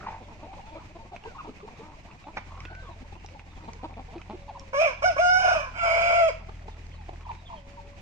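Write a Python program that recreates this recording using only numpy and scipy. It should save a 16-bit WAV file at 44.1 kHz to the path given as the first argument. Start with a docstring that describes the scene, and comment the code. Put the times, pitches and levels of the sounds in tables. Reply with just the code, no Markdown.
"""Chickens in a farm yard

A flock forages in the open: soft clucks, coos, whines, chick peeps and beaks tapping the ground.
A rooster off to the right crows once in four syllables; his pulsing voice turns from clean to raspy.
Hen notes are harmonics shaped by a throat; trills and whistles are sines; rasps, taps and air use noise.
Walls throw a light echo back, and a far engine hums in multiples of its firing rate."""
import sys
import numpy as np
from scipy import signal
from scipy.fft import rfft, irfft, next_fast_len
from scipy.io import wavfile
from scipy.ndimage import uniform_filter1d, map_coordinates

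SR = 44100
rng = np.random.default_rng(int(sys.argv[2]) if len(sys.argv) > 2 else 0)


def generate_wav(sig):
    """Save sig (samples, or channels by samples) to the path in sys.argv[1] as 16-bit PCM at SR."""
    pcm = np.round(np.clip(np.atleast_2d(sig).T, -1, 1) * 32767).astype(np.int16)
    wavfile.write(sys.argv[1], SR, pcm)


N = 353241  # length in samples
TIME = np.arange(N) / SR
FREQS = np.fft.rfftfreq(N, 1 / SR)

# clucks of near and far hens: pitch rise and arch, and throat glide, as shares; roughness 0-1
CLUCK_RISE, CLUCK_ARCH, CLUCK_GAPE, CLUCK_ROUGH = .06, .12, .25, .4
# a full shudder of the rooster: level swing (applied in parts in throat) and pitch bend as a share
SHUDDER_DB, SHUDDER_BEND = 6, 0.05
# tone colour of a hen's harsh hiss: freq_hz, relative_db
HISS_COLOUR = [(120, -31), (200, -16), (480, -14.5), (800, -0.5), (1120, -11), (2400, -8.5), (3050, -24),
               (6040, -30.5), (11700, -86)]


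def amp(db):
    """Decibels to gain."""
    return 10 ** (np.asarray(db) / 20)


def unit(x):
    """Scales to rms 1."""
    return x / np.sqrt(np.mean(x ** 2) + 1e-20)


def read(points, hz):
    """Reads a table on a log-frequency axis."""
    f, value = np.transpose(points)
    return np.interp(np.log(hz + 1), np.log(f + 1), value)


def curves(rows):
    """Sample times over a table's span, and its columns at those times."""
    s, *columns = np.transpose(rows)
    t = np.arange(s[0], s[-1], 1 / SR)
    return [t] + [np.interp(t, s, c) for c in columns]


def add(mix, s, sound):
    """Adds a sound into the mix at a time in seconds."""
    start = max(round(s * SR), 0)
    part = mix[..., start:][..., :sound.shape[-1]]
    part += sound[..., :part.shape[-1]]


def colour(x, points, size=2048):
    """Filters with the given spectrum, without any ringing before a sound begins."""
    log_gain = np.log(amp(read(points, abs(np.fft.fftfreq(size, 1 / SR)))))
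    # this phase puts the filter's response after time zero
    taps = np.fft.ifft(np.exp(np.conj(signal.hilbert(log_gain)))).real
    return signal.oaconvolve(x, taps[:size // 2])[:len(x)]


def wander(count, hz):
    """Smooth random drift of rms about 1, mostly slower than the given rate."""
    size = next_fast_len(count + 4096)
    f = np.fft.rfftfreq(size, 1 / SR)
    spectrum = rfft(rng.standard_normal(size)) / (1 + (f / hz) ** 4)
    return unit(irfft(spectrum, size))[:count]


def ramp(x):
    """Eases from 0 to 1 as x goes from 0 to 1."""
    return np.sin(np.pi / 2 * np.clip(x, 0, 1)) ** 2


def ports(x, balance, phase=0):
    """Sets the level and phase difference between the two microphones, by frequency."""
    half = amp(read(balance, FREQS) / 2) * np.exp(.5j * phase)
    pair = np.array([half, 1 / half])
    level = np.sqrt(np.mean(abs(pair) ** 2, 0))  # keeps the mean power of the pair
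    return irfft(rfft(x) * pair / level, N)


def place(x, side, across_s=0.00033, shade_db=1):
    """A sound from one side (-1 left, 1 right) reaches the far microphone later and a little weaker."""
    lag = int(round(min(abs(side), 1) * across_s * SR))
    near = np.pad(x, (0, lag))
    far = np.pad(x, (lag, 0)) * amp(-shade_db * abs(side))
    return np.array([far, near] if side > 0 else [near, far])


def air(air_db=-50, rustle_db=2.0):
    """The noise of the open yard, swelling slightly as feet shuffle in the straw."""
    # spectrum of the air: freq_hz, relative_db (per Hz)
    spectrum = [(25, 0.5), (100, -4), (200, -8.5), (480, -20.5), (850, -16), (1300, -24), (2400, -17.5),
                (3300, -28), (6400, -31.5), (8000, -39.5), (9500, -54), (13000, -51)]
    # how alike the two channels are: freq_hz, likeness (-1 to 1)
    likeness = [(60, 0.76), (180, 0.99), (520, 0.63), (1520, -0.27), (4470, 0.13), (13100, -0.21)]
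    a, b = rfft(rng.standard_normal((2, N)))
    same = np.clip(read(likeness, FREQS), -.99, .99)
    right = same * a + np.sqrt(1 - same ** 2) * b
    pair = irfft(np.array([a, right]) * amp(read(spectrum, FREQS)), N)
    return amp(air_db + rustle_db * wander(N, 18)) * unit(pair)


def engine(waver=0.011, flutter=0.092, clatter_db=-22, clatter_share=0.13):
    """A far engine: its lowest orders carry, with a faint rattle at each firing."""
    # speed and loudness: time_s, firings_per_s, level_db
    running = [(0.1, 45.4, -50), (1.5, 43.7, -57.5), (2.25, 43.6, -55), (2.62, 42.5, -43.5),
               (3.31, 42, -49.5), (3.94, 43.2, -45.5), (4.811, 43, -50.5), (5.07, 41.2, -44),
               (7.2, 40.9, -42.5), (7.5, 43.5, -49.5)]
    # multiples 1, 2, 3, 4 of the firing rate: relative_db
    orders = [-1.5, -2, -13.5, -15.5]
    # tone colour of the rattle: freq_hz, relative_db
    clatter = [(600, -27), (1400, 4), (2050, 9), (3000, -6.5), (8000, -28)]
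    s, hz, db = np.transpose(running)
    turns = np.cumsum(np.interp(TIME, s, hz) * (1 + waver * wander(N, 6))) / SR
    hum = 0
    for k, level in enumerate(orders, 1):
        hum = hum + amp(level) * np.cos(2 * np.pi * k * turns) * (1 + flutter * wander(N, 3.4))
    bursts = np.exp(-(turns % 1) / clatter_share)  # dies away after each firing
    rattle = colour(rng.standard_normal(N) * bursts, clatter)
    return amp(np.interp(TIME, s, db)) * (unit(hum) + amp(clatter_db) * unit(rattle))


def trill(rolls_hz=52, first_roll_s=.07, swing=0.23, rasp=0.31):
    """A rattling call: each roll is a short, hoarse, falling pip."""
    # the whole call: time_s, level_db, middle_pitch_hz
    call = [(0, -43.5, 1380), (.06, -42, 1308), (.068, -31, 910), (.089, -32, 884), (.105, -37.5, 849),
            (.15, -39.5, 855), (.19, -51, 850)]
    t, db, hz = curves(call)
    roll = ((t - first_roll_s) * rolls_hz + .5) % 1  # 0 to 1 within each roll
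    pitch = hz * (1 + swing * (1 - 2 * roll) + 0.114 * wander(len(t), 280))
    turns = np.cumsum(pitch) / SR
    hiss = unit(colour(rng.standard_normal(len(t)), HISS_COLOUR))
    voice = unit(np.sin(2 * np.pi * turns)) * np.sin(np.pi * roll) ** 2 + rasp * hiss
    out = np.zeros((2, N))
    add(out, t[0], place(amp(db) * voice, -0.29))
    return out


def hen_note(length, first_hz, last_hz, throat_hz, db, rough, arch=0.026, gape=0, bright_db=0,
             width_hz=330, jitter=0.1806, rasp=0.9):
    """One arched glide of a hen's syrinx through her throat resonance, which rises and falls as the beak gapes."""
    # gain besides the main resonance: freq_hz, gain_db (before bright_db is added)
    hen_throat = [(220, -1), (400, -10), (1000, -26), (1700, -43), (2450, -19.5), (2900, -29.5),
                  (3400, -26.5), (3850, -31.5), (4350, -28), (5200, -50), (8000, -49.5)]
    u = np.linspace(0, 1, max(int(length * SR), 200))
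    bow = np.sin(np.pi * u) - 2 / np.pi  # an arch that averages zero
    hz = (first_hz + (last_hz - first_hz) * u) * (1 + arch * bow)
    turns = np.cumsum(hz * (1 + jitter * rough * wander(len(u), 223))) / SR
    k = np.arange(1, int(8000 / first_hz) + 1)[:, None]  # harmonic numbers
    detune = 2 * (k * hz - throat_hz * (1 + gape * bow)) / width_hz
    gains = 1 / (1 + detune ** 2) + amp(read(hen_throat, k * hz) + bright_db)
    # each pulse rings out causally, so higher harmonics lag behind
    harmonics = gains * np.cos(2 * np.pi * k * turns - np.arctan(detune))
    tone = unit(harmonics.sum(0))
    swell = np.sin(np.pi * u ** 0.8).clip(0) ** 0.52
    return amp(db) * swell * tone * (1 + rasp * rough * wander(len(u), 120))


def far_flock(count=150, murmur_db=-55.5, spread_db=11, hush_db=7):
    """Birds further off cluck briefly at random, mostly low, and grow quieter as time goes on."""
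    out = np.zeros((2, N))
    for k, (slip, length, pitch, glide, throat_draw, loud, side) in enumerate(rng.random((count, 7))):
        when = ((k + slip) / count) ** 1.35  # share of the scene; clucks thin out only slowly
        hz = 200 * 5 ** (pitch ** 2)
        last_hz = hz * (1.1 - .3 * glide)
        db = murmur_db + spread_db * (loud - .5) + hush_db * (.5 - when)
        note = hen_note(.02 + .045 * length, hz, last_hz, 560 + 460 * throat_draw, db, CLUCK_ROUGH,
                        arch=CLUCK_ARCH, gape=CLUCK_GAPE)
        add(out, when * N / SR, place(note, 2 * side - 1))
    return out


def peep(length, hz, db, fall=0.14):
    """A thin, quavering whistle that loses a share (fall) of its pitch."""
    u = np.linspace(0, 1, int(length * SR))
    quaver = .035 * wander(len(u), 300)
    turns = np.cumsum(hz * (1 - fall * u ** 2 + quaver)) / SR
    return amp(db) * np.sin(np.pi * u) * np.sin(2 * np.pi * turns)


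def chicks(count=80, peep_db=-62, spread_db=7, low_hz=2500, high_hz=4800):
    """A few near peeps among many faint ones, each a falling whistle."""
    # the nearer peeps: start_s, length_s, first_pitch_hz, level_db
    near_peeps = [(.325, 0.03, 2420, -55), (.53, 0.027, 2480, -57), (.728, .04, 2530, -53),
                  (.91, 0.023, 2650, -59), (1.375, 0.053, 2780, -50), (2.33, 0.031, 2520, -52),
                  (6.7, .05, 3730, -59.5), (6.905, 0.056, 3240, -57), (7.45, 0.047, 3550, -49),
                  (7.56, .04, 3250, -52)]
    out = np.zeros((2, N))
    faint = []
    for when, length, pitch, loud in rng.random((count, 4)):
        hz = low_hz + (high_hz - low_hz) * pitch ** 2
        db = peep_db + spread_db * (loud - pitch)  # higher peeps are fainter
        faint.append((when * N / SR, 0.029 + 0.042 * length, hz, db))
    for s, length, hz, db in list(near_peeps) + faint:
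        add(out, s, place(peep(length, hz, db), rng.uniform(-1, 1)))
    return out


def pecks(count=90, small_db=-56, spread_db=9, ring=0.7, ring_hz=2458, knock_t60_s=.026, grit_t60_s=.01):
    """Beaks strike the ground: a dry, briefly ringing knock and a click of grit; many are small."""
    # the louder pecks: start_s, peak_db, grit_share (0-1)
    loud_pecks = [(1.1626, -27.5, 0.06), (1.2375, -38, .1), (1.5837, -43, 0.07), (1.6031, -39.5, .1),
                  (2.112, -42, .1), (2.2407, -41, .1), (2.604, -32.5, 0.4), (2.6522, -29, 0.07),
                  (2.7503, -34, 0.36), (3.262, -35, 0.75), (3.2871, -37.5, 0.2), (3.3389, -42, 0.23),
                  (3.3948, -33, 0), (3.7335, -34.5, 0.7), (3.9401, -40, 0), (4.181, -39, 0.15),
                  (4.2154, -37, 0.2), (4.596, -36, 1), (6.8673, -41.5, 0.63), (7.3143, -36, 0.15),
                  (7.3502, -40, 0.25)]
    # tone colour of the knock: freq_hz, relative_db
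    knock_colour = [(300, 19), (1100, 16.5), (1700, 11), (2500, 22.5), (3600, 3), (6500, -5.5), (8000, -30),
                    (12000, -23.5)]
    # tone colour of the grit: freq_hz, relative_db
    grit_colour = [(1000, -13), (3000, -2), (5500, 9), (7500, -3), (9000, -21), (12000, -33)]
    t = np.arange(2000) / SR
    out = np.zeros((2, N))
    small = [(when * N / SR, small_db + spread_db * loud ** 2, .5 * grit)
             for when, loud, grit in rng.random((count, 3))]
    for s, db, grit in list(loud_pecks) + small:
        hz = ring_hz * (1 + 0.11 * rng.uniform(-1, 1))
        thud = unit(colour(rng.standard_normal(len(t)), knock_colour))
        knock = (thud + ring * np.sin(2 * np.pi * hz * t)) * amp(-60 * t / knock_t60_s)
        click = unit(colour(rng.standard_normal(len(t)), grit_colour)) * amp(-60 * t / grit_t60_s)
        tick = (1 - grit) * knock + grit * click
        add(out, s, place(amp(db) * tick / abs(tick).max(), rng.uniform(-0.3, 0.18)))
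    return out


def yard(x, first_s=0.0035, early_db=7, early_s=0.031):
    """Sparse echoes: strong ones from near walls, then a thin tail that dies band by band."""
    # time for the echoes to fall by 60 dB: freq_hz, t60_s
    decay = [(200, 0.084), (700, 0.52), (2400, 0.57), (5000, 0.57), (10000, 0.18)]
    taps = rng.standard_normal((2, SR)) * (rng.random((2, SR)) < 2500 / SR)  # about 2500 a second
    t = np.arange(SR) / SR
    taps = taps * (t > first_s) * (1 + amp(early_db) * np.exp(-t / early_s))
    hz, t, bands = signal.stft(taps, SR, nperseg=256)
    fading = bands * amp(-60 * t / read(decay, hz)[:, None])
    tail = signal.istft(fading, SR, nperseg=256)[1]
    tail = tail / np.linalg.norm(tail, axis=1, keepdims=True)
    return signal.fftconvolve(np.atleast_2d(x), tail, axes=1)[:, :N]


def hens(clucks_db=5.5, coos_db=8.0, pips_db=8.5, whines_db=3.5):
    """The near birds sing through the throat; in all but the clucks it is tuned to the pitch."""
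    # the level_db of each kind is raised by that kind's setting above
    # a few low beats through an open beak: start_s, length_s, pitch_hz, throat_hz, level_db
    cluck_notes = [(0.216, 0.023, 311, 750, -56), (0.278, 0.028, 309, 830, -53.5),
                   (0.421, 0.05, 295, 740, -49), (0.749, 0.041, 324, 770, -48),
                   (0.894, 0.032, 311, 700, -61.5), (0.952, 0.03, 337, 760, -48.5),
                   (1.046, 0.031, 338, 780, -59), (1.115, 0.039, 385.5, 795, -48.5),
                   (1.25, 0.02, 449, 860, -46.5), (1.441, 0.046, 304, 900, -49.5),
                   (1.678, 0.013, 464, 920, -45.5), (1.802, 0.11, 305, 990, -52.5),
                   (1.908, 0.038, 287, 870, -57.5), (2.058, 0.087, 328, 970, -58.5),
                   (2.265, 0.044, 309.6, 900, -49.5), (2.71, 0.016, 349, 700, -49),
                   (2.885, 0.039, 337, 730, -53), (3.04, 0.018, 422, 856, -53.5),
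                   (3.122, .016, 395, 790, -51), (3.152, 0.019, 315, 920, -51.5),
                   (3.244, 0.013, 416, 880, -49), (3.561, 0.12, 294, 960, -55.5),
                   (3.678, 0.026, 221, 860, -45), (3.831, 0.036, 279.5, 760, -41.5),
                   (3.889, 0.049, 267.4, 850, -51), (3.968, 0.05, 252.6, 790, -45),
                   (4.124, 0.048, 233.2, 754, -47.5), (4.294, 0.041, 211.5, 820, -42.5),
                   (6.485, 0.016, 388, 955, -49), (6.681, 0.011, 422, 740, -42.5),
                   (7.085, 0.013, 386, 780, -41), (7.13, 0.026, 342, 790, -51.5)]
    # low and nearly pure through a closed beak: start_s, pitch_hz, level_db
    coo_notes = [(1.259, 462, -49.5), (1.475, 428, -50), (1.485, 242, -49.5), (1.629, 422, -50),
                 (1.792, 434, -53), (3.005, 252, -53), (4.155, 341, -47.5), (4.33, 352, -47.5)]
    # short and falling: start_s, first_pitch_hz, level_db
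    pip_notes = [(.58, 990, -53.5), (1.125, 792, -51.5), (1.345, 1090, -53.5), (1.381, 1310, -46.5),
                 (3.345, 933, -56.5), (4.481, 902, -49), (4.547, 1020, -52.5), (4.61, 1125, -60.5),
                 (7.25, 1040, -53), (7.285, 1092, -45), (7.49, 1040, -50), (7.52, 1015, -50.5),
                 (7.771, 1045, -52)]
    # thin and drawn out: start_s, length_s, first_pitch_hz, last_pitch_hz, level_db, roughness (0-1)
    whine_notes = [(0.449, 0.16, 700, 900, -52, 0.26), (.62, 0.14, 820, 920, -53.5, 0.2),
                   (0.986, 0.053, 910, 877, -55.5, .1), (1.235, 0.099, 1700, 1330, -58, 0.04),
                   (2.476, 0.17, 1008, 1080, -54, 0.69), (2.63, 0.24, 1450, 1576, -52.5, 0.14),
                   (2.83, 0.12, 1296, 830, -53, 0.21), (4.331, 0.47, 581, 522, -58, 0.16),
                   (6.98, 0.06, 908, 729, -55, 0.07), (7.481, 0.13, 727, 558, -53.5, 0.14),
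                   (7.594, 0.5, 561, 569, -59, 0.05)]
    # where the birds are: time_s, side (-1 left to 1 right)
    flock_side = [(1, -0.42), (1.8, -0.45), (2.25, 0.34), (2.55, -0.53), (3.85, -0.57), (4.15, 0.053),
                  (6.5, .9), (7.53, 0.77), (7.6, -.7)]
    coo_s, coo_rough, coo_arch = 0.0322, 0.35, 0.13
    pip_s, pip_fall, pip_rough = 0.0368, 0.22, 0.35
    notes = []
    for s, length, hz, throat_hz, db in cluck_notes:
        note = hen_note(length, hz * (1 - CLUCK_RISE), hz * (1 + CLUCK_RISE), throat_hz, db + clucks_db,
                        CLUCK_ROUGH, arch=CLUCK_ARCH, gape=CLUCK_GAPE)
        notes.append((s, note))
    for s, hz, db in coo_notes:
        notes.append((s, hen_note(coo_s, hz, hz, hz, db + coos_db, coo_rough, arch=coo_arch)))
    for s, hz, db in pip_notes:
        last_hz, middle_hz = hz * (1 - pip_fall), hz * (1 - pip_fall / 2)
        notes.append((s, hen_note(pip_s, hz, last_hz, middle_hz, db + pips_db, pip_rough)))
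    for s, length, first_hz, last_hz, db, rough in whine_notes:
        middle_hz = (first_hz + last_hz) / 2
        note = hen_note(length, first_hz, last_hz, middle_hz, db + whines_db, rough, bright_db=6.5)
        notes.append((s, note))
    out = np.zeros((2, N))
    for s, note in notes:
        side = np.interp(s, *np.transpose(flock_side)) + rng.uniform(-0.23, 0.22)
        add(out, s, place(note, side))
    return out


def squawk():
    """One toneless burst of coloured noise from a startled bird."""
    # loudness of the burst: time_s, level_db
    burst = [(2.36, -65), (2.371, -29.5), (2.385, -35), (2.394, -46), (2.42, -77)]
    t, db = curves(burst)
    hiss = unit(colour(rng.standard_normal(len(t)), HISS_COLOUR))
    out = np.zeros((2, N))
    add(out, t[0], place(amp(db) * hiss, 0.4))
    return out


def stretched(x, points, stretch):
    """A filter whose resonances all slide by the factor stretch."""
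    # bend time, filter, then bend time back
    clock = np.cumsum(stretch) - stretch[0]
    ticks = np.arange(int(clock[-1]) + 1)
    even = map_coordinates(x, [np.interp(ticks, clock, np.arange(len(x)))])
    return map_coordinates(colour(even, points), [clock], mode="nearest")


def steady(x, size=1200):
    """Holds the level near rms 1 and keeps the fine grain."""
    return x / np.sqrt(abs(uniform_filter1d(x ** 2, size=size)) + 1e-12)


def syrinx(hz, rough, tremor=0.0025):
    """Beats regularly or breaks into chaos: the low harmonics stay as lines, the high ones turn to rasp."""
    n = len(hz)
    turns = np.cumsum(hz * (1 + (tremor + .035 * rough) * wander(n, 150))) / SR
    turns = turns + .065 * rough * wander(n, 300)
    beats = unit(sum(np.cos(2 * np.pi * k * turns) / np.sqrt(k) for k in np.arange(1, 19)))
    puffs = unit((1 + np.cos(2 * np.pi * turns)) * rng.standard_normal(n))
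    return beats * (1 + .25 * rough * wander(n, 200)) + .45 * rough * puffs


def throat(drive, t, levels, shudder, overtones, rest_hz=2397):
    """Resonances swell and slide as the beak opens; the high one can break into a wavering whistle of its own."""
    # low resonance, which stays put: freq_hz, relative_db
    low_shape = [(200, -54), (400, -14), (520, -2), (640, 7.5), (735, -4.5), (830, -21.5), (1100, -56.5),
                 (9000, -85)]
    # middle resonance with the beak at rest_hz: freq_hz, relative_db
    middle_shape = [(650, -40), (870, -7), (1010, 1.5), (1280, -9), (1440, -3.5), (1530, -6), (1680, -3.5),
                    (1850, -19.5), (2800, -90)]
    # high resonance with the beak at rest_hz: freq_hz, relative_db
    high_shape = [(1450, -56.5), (1950, -19), (2190, -14.5), (2380, 2.5), (2480, 0), (2660, -10),
                  (3450, -24.5), (3850, -43), (12000, -76.5)]
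    # the beak's opening: time_s, resonance_hz, whistle_share (of power, 0-1)
    beak = [(4.73, 2307, 0), (4.84, 2395, 0.48), (4.9, 2288, 0.52), (5.2, 2298, 0.04), (5.48, 2447, 0.024),
            (5.81, 2298, 0.16), (5.92, 2251, 0.62), (6.05, 2331, .6), (6.2, 2270, 0.4), (6.25, 2265, 0)]
    s, hz, share = np.transpose(beak)
    beak_hz = np.interp(t, s, hz)
    share = np.clip(np.interp(t, s, share), 0, 1)
    turns = np.cumsum(beak_hz * (1 + .026 * wander(len(t), 220))) / SR
    whistle = unit(np.sin(2 * np.pi * turns) * (1 + .3 * wander(len(t), 120)))
    low = steady(colour(drive, low_shape)) * amp(SHUDDER_DB * shudder)
    middle = steady(stretched(drive, middle_shape, beak_hz / rest_hz))
    high = steady(stretched(drive, high_shape, beak_hz / rest_hz))
    high = np.sqrt(1 - share) * high + np.sqrt(share) * whistle
    rings = low, middle, high, steady(colour(drive, overtones))
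    voice = sum(amp(db) * ring for db, ring in zip(levels, rings))
    return voice * amp(SHUDDER_DB * shudder / 2)  # the whole voice shudders at half depth


def rooster(edge_s=0.0099):
    """One crow: the syrinx drives the throat syllable by syllable; the throat narrows for the last."""
    # four syllables, each with rows of: time_s, pitch_hz, roughness (0-1),
    # low_db, middle_db, high_db, overtones_db (levels of the throat's resonances)
    syllables = [
        [(4.728, 529.5, 0.89, -31, -30.5, -43, -55), (4.76, 545.7, .08, -28, -30.5, -36.5, -47.5),
         (4.8, 609.4, 0.037, -21.5, -31.5, -29.5, -43), (4.815, 663, 0.66, -19, -34.5, -27, -40),
         (4.85, 650.3, 0.73, -22.5, -33, -24, -50.5), (4.875, 567.4, 0.23, -25.5, -31.5, -26.5, -44),
         (4.905, 515, 0.33, -39, -36.5, -41, -53), (4.935, 460, 0.46, -56.5, -37, -44.5, -64)],
        [(5.018, 526, 0.88, -32, -30, -34, -46.5), (5.035, 577, 0.75, -31, -30, -33.5, -45),
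         (5.045, 709, 0.15, -18, -34.5, -25, -40.5), (5.062, 738, 0.038, -23.5, -16.5, -45, -38.5),
         (5.085, 728.6, 0.19, -20.5, -34, -41, -41.5), (5.103, 682, 0.28, -19.5, -40, -35, -54),
         (5.14, 540, 0.4, -44, -55, -54, -52)],
        [(5.16, 519.5, 0.68, -30.5, -31.5, -56, -53), (5.185, 594, 0.42, -30.5, -29, -32, -47),
         (5.2, 689, 0.091, -16.5, -41, -33, -43), (5.22, 718, 0.026, -22.5, -23, -44.5, -46),
         (5.27, 716.5, 0.039, -19.5, -29, -39, -40.5), (5.31, 727.6, 0.03, -23, -19.5, -40.5, -40.5),
         (5.385, 740, 0.05, -24.5, -22, -35, -38), (5.422, 743, 0.37, -32, -27, -36.5, -44),
         (5.45, 719.5, 0.34, -20.5, -24, -33.5, -41), (5.53, 713.3, 0.57, -25, -24.5, -36, -42),
         (5.575, 594.7, 0.76, -26.5, -32.5, -33.5, -49), (5.62, 557, .9, -47.5, -37.5, -39.5, -52),
         (5.7, 484, 0.7, -58, -39, -60, -69)],
        [(5.735, 705, 0.94, -55, -44, -50.5, -67), (5.785, 699.9, 0.92, -41.5, -38, -34, -51),
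         (5.812, 687.4, 0.13, -53, -28, -36, -53), (5.836, 674, 0.52, -27.5, -25, -32.5, -45.5),
         (5.92, 666.6, 0.894, -23.5, -31.5, -25.5, -44.5), (6.05, 679.4, 0.74, -25.5, -31, -27.5, -44.5),
         (6.19, 690.3, 0.45, -21, -28.5, -29, -45.5), (6.235, 661.2, .15, -16.5, -30.5, -34, -48),
         (6.276, 644.3, 0.072, -20.5, -36.5, -38, -48), (6.288, 565.4, .5, -24.5, -36, -30, -42.5),
         (6.312, 426, 0.54, -32, -35, -54.5, -58)],
    ]
    # one row a syllable: shudder_rate_hz, depth (0-1)
    shudders = [(59, .75), (45, .3), (27, 1), (40, .2)]
    # upper resonances of the wide throat: freq_hz, relative_db
    wide_overtones = [(2400, -35.5), (2950, 0), (3300, -4.5), (3800, -10), (4300, -4.5), (4700, -17),
                      (5100, 6.5), (5480, -4.5), (5850, 2), (6500, -4.5), (7100, -17), (7900, -13.5),
                      (12600, -33.5)]
    # upper resonances of the narrowed throat: freq_hz, relative_db
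    narrow_overtones = [(2400, -37.5), (3150, 6), (3850, -17), (4200, -1.5), (4480, -15), (5000, 7.5),
                        (5420, -8.5), (5750, -1), (6250, -18), (6620, 2), (7250, -16), (7900, -8),
                        (8800, -23), (12600, -32)]
    out = np.zeros(N)
    for k, (syllable, (rate_hz, depth)) in enumerate(zip(syllables, shudders)):
        t, hz, rough, *levels = curves(syllable)
        rough = np.clip(rough, 0, 1)
        shakes = np.cumsum(rate_hz * (1 + .1 * wander(len(t), 25))) / SR
        shudder = depth * rough * np.cos(2 * np.pi * shakes)
        drive = syrinx(hz * (1 + SHUDDER_BEND * shudder), rough * (1 - shudder))
        overtones = narrow_overtones if k == len(syllables) - 1 else wide_overtones
        voice = throat(drive, t, levels, shudder, overtones)
        fade = ramp((t - t[0]) / edge_s)
        add(out, t[0], voice * fade * fade[::-1])
    return out


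def scene(crow_echo_db=-12, flock_echo_db=-11, wall_s=.068, wall_db=-23.5):
    """The crow from the right, the flock in front, and the yard around them."""
    # the crow at the two microphones: freq_hz, left_minus_right_db
    crow_balance = [(400, -0.5), (720, 0.5), (1400, -4.5), (2600, -11), (2950, -8), (3400, 3.5),
                    (5000, -2.5), (8000, 3.5)]
    # the crow at the two microphones: freq_hz, left_lead_radians
    crow_phase = [(20, -7), (300, 0), (700, -1.34), (1400, -2), (2300, -4), (3000, -1.5), (5000, -4.5),
                  (6600, -4.5), (12000, -13)]
    # everything else at the two microphones: freq_hz, left_minus_right_db
    mic_balance = [(1000, 0.5), (2100, -3), (2700, -8.5), (3800, -2), (6000, -3.5), (8000, 1)]
    # boost of the crow as it spreads into the yard's echoes: freq_hz, gain_db
    beak_spread = [(720, 1.47), (2400, 5.5), (5000, 8.7)]
    crow = rooster()
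    flock = hens() + trill() + squawk() + far_flock() + chicks() + pecks()
    into_yard = amp(flock_echo_db) * flock + amp(crow_echo_db) * colour(crow, beak_spread)
    around = flock + yard(into_yard) + air() + engine()
    add(around, wall_s, amp(wall_db) * crow)  # one far wall returns the crow
    direct = ports(crow, crow_balance, read(crow_phase, FREQS))
    return direct + ports(around, mic_balance)


def record(dry, edge_hz=12800):
    """A low-pass filter takes away the treble above edge_hz."""
    taps = signal.firwin(511, edge_hz, window=("kaiser", 9), fs=SR)
    return signal.oaconvolve(dry, taps[None], "same")


dry = scene()
out = record(dry)
generate_wav(out)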